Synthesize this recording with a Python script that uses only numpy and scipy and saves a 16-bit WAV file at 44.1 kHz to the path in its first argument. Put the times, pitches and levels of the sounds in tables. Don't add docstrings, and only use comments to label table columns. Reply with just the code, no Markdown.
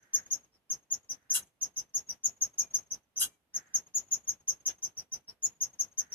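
import sys
import numpy as np
from scipy import signal
from scipy.fft import rfft, irfft
from scipy.io import wavfile
from scipy.ndimage import uniform_filter1d

SR = 44100
rng = np.random.default_rng(int(sys.argv[2]) if len(sys.argv) > 2 else 0)


def dump_mix(stems):
    frames = np.atleast_2d(stems).T
    limited = np.clip(frames, -1, 1)
    pcm = np.round(limited * 32767).astype(np.int16)
    wavfile.write(sys.argv[1], SR, pcm)


N = 270774
LEAD = SR // 4
TIME = np.arange(-LEAD, N) / SR


def from_db(db):
    return 10 ** (np.asarray(db) / 20)


def unit_rms(x):
    return x / np.sqrt(np.mean(x ** 2) + 1e-20)


def panned(db):
    return from_db([[db / 2], [-db / 2]])


def at_hz(points, hz):
    f, value = np.transpose(points)
    return np.interp(np.log(hz + 1), np.log(f), value)


def band(x, hz, width_hz):
    edges = np.clip([hz - width_hz / 2, hz + width_hz / 2], 10, .47 * SR)
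    return signal.sosfilt(signal.butter(2, edges, "band", fs=SR, output="sos"), x + 1e-18)


def resonate(x, modes):
    return sum(from_db(db) * unit_rms(band(x, hz, width)) for hz, width, db in modes)


def drift(rate):
    knots = rng.standard_normal(len(TIME) // 4)
    return np.interp((TIME - TIME[0]) * rate, np.arange(len(knots)), knots)


def during(start, length):
    at = np.flatnonzero((TIME >= start) & (TIME < start + length))
    return at, (TIME[at] - start) / length


def phase_of(hz):
    return 2 * np.pi * np.cumsum(hz) / SR


def arch(u, crest, rise, fall, powers):
    before = np.maximum(1 - u / crest, 0)
    after = np.maximum((u - crest) / (1 - crest), 0)
    return rise * before ** powers[0] + fall * after ** powers[1]


def add(out, first, sound):
    out[:, first:first + sound.shape[1]] += sound[:, :len(TIME) - first]


# f/Hz, relative level/dB
RUSH_TONE = [(25, -18.5), (55, 0.5), (110, 0), (200, -0.5), (400, -4.5), (800, -6), (1500, -11),
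             (3000, -13), (4500, -19.5), (8000, -22), (13000, -18.5)]
# f/Hz, likeness (0-1)
RUSH_LIKENESS = [(50, .72), (150, .76), (400, 0.7), (1000, 0.3), (3000, 0)]

def rush(level_db=-57.0, pan_db=-1.5):
    hz = np.arange(len(TIME) // 2 + 1) * SR / len(TIME)
    shared, opposed = rfft(rng.standard_normal((2, len(TIME))))
    alike = at_hz(RUSH_LIKENESS, hz)
    spectrum = np.sqrt(1 + alike) * shared + np.sqrt(1 - alike) * opposed * [[1], [-1]]
    noise = irfft(spectrum * from_db(at_hz(RUSH_TONE, hz)), len(TIME))
    return from_db(level_db) * panned(pan_db) * unit_rms(noise)


# t/s, length/s, level/dB
BIRD_CAWS = [(-.06, 0.35, -54.5), (1.143, 0.31, -58), (3.52, 0.29, -54), (5.977, 0.35, -56.5)]
# t/s, length/s, first f/Hz, last f/Hz, level/dB
BIRD_WHISTLES = [(2.59, 0.13, 2470, 2390, -63), (3.27, .13, 2374, 2270, -63.5),
                 (3.587, 0.17, 7500, 7020, -63)]

def far_birds(caw_hz=1700, caw_width_hz=550, caw_pan_db=-3):
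    noise = rng.standard_normal((2, len(TIME)))
    hoarse = unit_rms(band(noise, caw_hz, caw_width_hz)) * panned(caw_pan_db)
    out, waver = np.zeros((2, len(TIME))), drift(250)
    for start, length, level_db in BIRD_CAWS:
        at, u = during(start, length)
        out[:, at] += from_db(level_db) * np.sqrt(np.sin(np.pi * u)) * hoarse[:, at]
    for start, length, first_hz, last_hz, level_db in BIRD_WHISTLES:
        at, u = during(start, length)
        pitch = (first_hz + (last_hz - first_hz) * u) * (1 + .009 * waver[at])
        out[:, at] += from_db(level_db) * np.sin(np.pi * u) * np.sin(phase_of(pitch))
    return out


# delay/s, relative level/dB
TREE_ECHOES = [(.083, -29.5), (0.119, -23.5)]
# f/Hz, gain/dB
ECHO_TONE = [(1000, -4.5), (3500, -4), (5300, -10.5), (6600, 2), (9000, -7), (13000, -12)]

def clearing(call, near_db=3.84, far_db=-20, build_s=.0023, right_lag_s=.0001):
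    t = np.arange(SR // 2) / SR

    def scatter(delay, fade_s):
        age = np.maximum(t - delay, 0)
        shape = np.minimum(age / build_s, 1) * from_db(-60 * age / fade_s)
        bounces = rng.standard_normal((2, len(t))) * shape
        return bounces / np.linalg.norm(bounces, axis=1, keepdims=True)

    trees = sum(from_db(db) * scatter(delay, fade_s=.015) for delay, db in TREE_ECHOES)
    tone = from_db(at_hz(ECHO_TONE, np.fft.rfftfreq(len(t), 1 / SR)))
    response = from_db(near_db) * scatter(.0025, fade_s=.093) + from_db(far_db) * scatter(0, fade_s=.61)
    response += irfft(rfft(trees) * tone, len(t))
    response[[0, 1], [0, round(right_lag_s * SR)]] += 1
    heard = signal.fftconvolve(call[None], response, axes=1)
    return heard * np.linalg.norm(call) / np.linalg.norm(heard, axis=1, keepdims=True)


# t/s, length/s, level/dB
SCRAPES = [(4.672, 0.047, -48)]
# f/Hz, width/Hz, relative level/dB
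SCRAPE_BANDS = [(675, 700, 3), (1660, 1100, 3), (3100, 580, 5)]

def scratch(grain_db=3.0):
    grains = rng.standard_normal(len(TIME)) * from_db(grain_db * drift(700))
    scrape = unit_rms(resonate(grains, SCRAPE_BANDS))
    out = np.zeros((2, len(TIME)))
    for start, length, level_db in SCRAPES:
        at, u = during(start, length)
        add(out, at[0], clearing(from_db(level_db) * np.sin(np.pi * u) * scrape[at]))
    return out


PITCH_ARCH = dict(crest=.47, rise=.24, fall=.25)
# t/s, length/s, base level/dB
HARSH_SQUEALS = [(1.336, 0.046, -25.5), (3.197, 0.053, -25)]
# f/Hz, width/Hz, relative level/dB
THROAT_BANDS = [(1380, 1300, -13.5), (2800, 110, -11), (3260, 160, -5), (3956, 150, -13),
                (5040, 170, -12.5), (5650, 200, -17), (6450, 750, -2), (8350, 1200, -1.5),
                (9950, 1000, -0.5), (11300, 820, -4), (12900, 1500, -3.5)]

def squeals(top_hz=1519.0, jitter=.0717, noise_db=-3, shriek_hz=9900, shriek_db=-1.5,
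            fray_s=.016, fray_db=-20.5, pan_db=1.5):
    pitch = np.full(len(TIME), top_hz)
    for start, length, _ in HARSH_SQUEALS:
        at, u = during(start, length)
        pitch[at] *= 1 - arch(u, **PITCH_ARCH, powers=(1.5, 2.0))
    phase = phase_of(pitch * (1 + jitter * drift(1500)))
    pulses = unit_rms(sum(np.cos(k * phase) for k in range(1, 10)))
    noise = from_db(noise_db) * rng.standard_normal(len(TIME))
    voice = unit_rms(resonate(pulses + noise, THROAT_BANDS))
    low = signal.sosfiltfilt(signal.butter(4, 5000, fs=SR, output="sos"), voice)
    shriek = from_db(shriek_db) * np.sin(phase_of(shriek_hz * (1 + .033 * drift(1500))))
    out = np.zeros((2, len(TIME)))
    for start, length, level_db in HARSH_SQUEALS:
        before, _ = during(start - fray_s, fray_s)
        fray = from_db(fray_db) * (voice[before] - low[before])
        at, u = during(start, length)
        force_db = 2.5 - arch(u, crest=.38, rise=4.5, fall=17.5, powers=(1.5, 1.3))
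        held_back = 1 - from_db(-20 * np.clip(1 - u / .4, 0, 1))
        call = from_db(force_db) * (voice[at] - held_back * low[at])
        call += shriek[at] * np.exp(-((u - .12) / .13) ** 2)
        add(out, before[0], clearing(from_db(level_db) * np.concatenate([fray, call])))
    return out * panned(pan_db)


# t/s, top f/Hz, base level/dB
SCOLDING_CHIPS = [(-.1, 6450, -18), (0.132, 6654, -20.5), (0.304, 6626, -25.5), (0.51, 5530, -56.5),
                  (0.695, 6530, -27), (0.901, 6704, -26.5), (1.088, 6266, -31.5), (1.297, 6470, -22),
                  (1.607, 6535, -27), (1.76, 6320, -29.5), (1.938, 6680, -25.5), (2.085, 6040, -31.5),
                  (2.233, 6780, -23), (2.408, 6590, -22), (2.578, 6640, -23), (2.736, 6500, -22.5),
                  (2.902, 6304, -31), (3.158, 6310, -29.5), (3.535, 6540, -29), (3.737, 6624, -21.5),
                  (3.939, 6827, -25), (4.108, 6752, -24), (4.27, 6610, -26.5), (4.474, 6555, -23),
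                  (4.654, 6454, -23.5), (4.82, 6395, -29.5), (4.965, 6035, -35), (5.114, 6170, -31.5),
                  (5.272, 5570, -40), (5.42, 6870, -25), (5.604, 6574, -25), (5.788, 6570, -24),
                  (5.973, 6476, -25), (6.115, 5940, -34)]
# f/Hz, width/Hz, level/dB compared with the whistle
BREATH_BANDS = [(3010, 560, -41), (5420, 497, -30), (9520, 520, -31.5), (13060, 300, -31.5)]

def chips(usual_s=.0285, usual_hz=6500, usual_db=-25, push_db=6.5, jitter=.0067,
          octave_db=-21.5, octave_roughness=.83, pan_db=2):
    out, waver = np.zeros((2, len(TIME))), drift(900)
    breath = resonate(rng.standard_normal(len(TIME)), BREATH_BANDS) / np.sqrt(2)
    slip = octave_roughness * drift(1000)
    for start, top_hz, level_db in SCOLDING_CHIPS:
        effort_db = level_db - usual_db
        length = usual_s * (top_hz / usual_hz) ** 7 * 2 ** (-.0893 * effort_db)
        at, u = during(start, length)
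        pitch = top_hz * (1 - arch(u, **PITCH_ARCH, powers=(3.0, 1.5)))
        pressure_db = -arch(u, crest=.45, rise=27, fall=25, powers=(2.2, 2.3))
        phase = phase_of(pitch * (1 + jitter * waver[at]))
        octave_gain = from_db(octave_db + .17 * effort_db + .29 * pressure_db)
        voice = np.sin(phase) + octave_gain * np.sin(2 * phase + slip[at]) + breath[at]
        add(out, at[0], clearing(voice * from_db(level_db + push_db + pressure_db)))
    return out * panned(pan_db)


def scene():
    return (chips() + squeals() + scratch() + far_birds() + rush())[:, LEAD:]


def suppressor(x, shut_db=-59, open_db=-40, depth_db=22.0, window_s=.0033,
               release_db_per_s=440, smooth_s=.015, ahead_s=.0044):
    treble = signal.sosfilt(signal.butter(2, 1400, "high", fs=SR, output="sos"), x)
    power = uniform_filter1d(np.mean(treble ** 2, axis=0), int(window_s * SR))
    t = np.arange(N) / SR
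    treble_db = np.interp(t + ahead_s, t, 10 * np.log10(np.maximum(power, 1e-14)))
    opened_db = depth_db * np.clip((treble_db - shut_db) / (open_db - shut_db), 0, 1)
    fall_db = release_db_per_s * t
    gain = from_db(np.maximum.accumulate(opened_db + fall_db) - fall_db - depth_db)
    lag = np.exp(-1 / (smooth_s * SR))
    return x * signal.lfilter([1 - lag], [1, -lag], gain)


def record(dry, soften_hz=13500, cutoff_hz=14400):
    soft = signal.sosfilt(signal.butter(8, soften_hz, fs=SR, output="sos"), suppressor(dry))
    return signal.sosfilt(signal.ellip(10, .2, 70, cutoff_hz, fs=SR, output="sos"), soft)


dry = scene()
out = record(dry)
dump_mix(out)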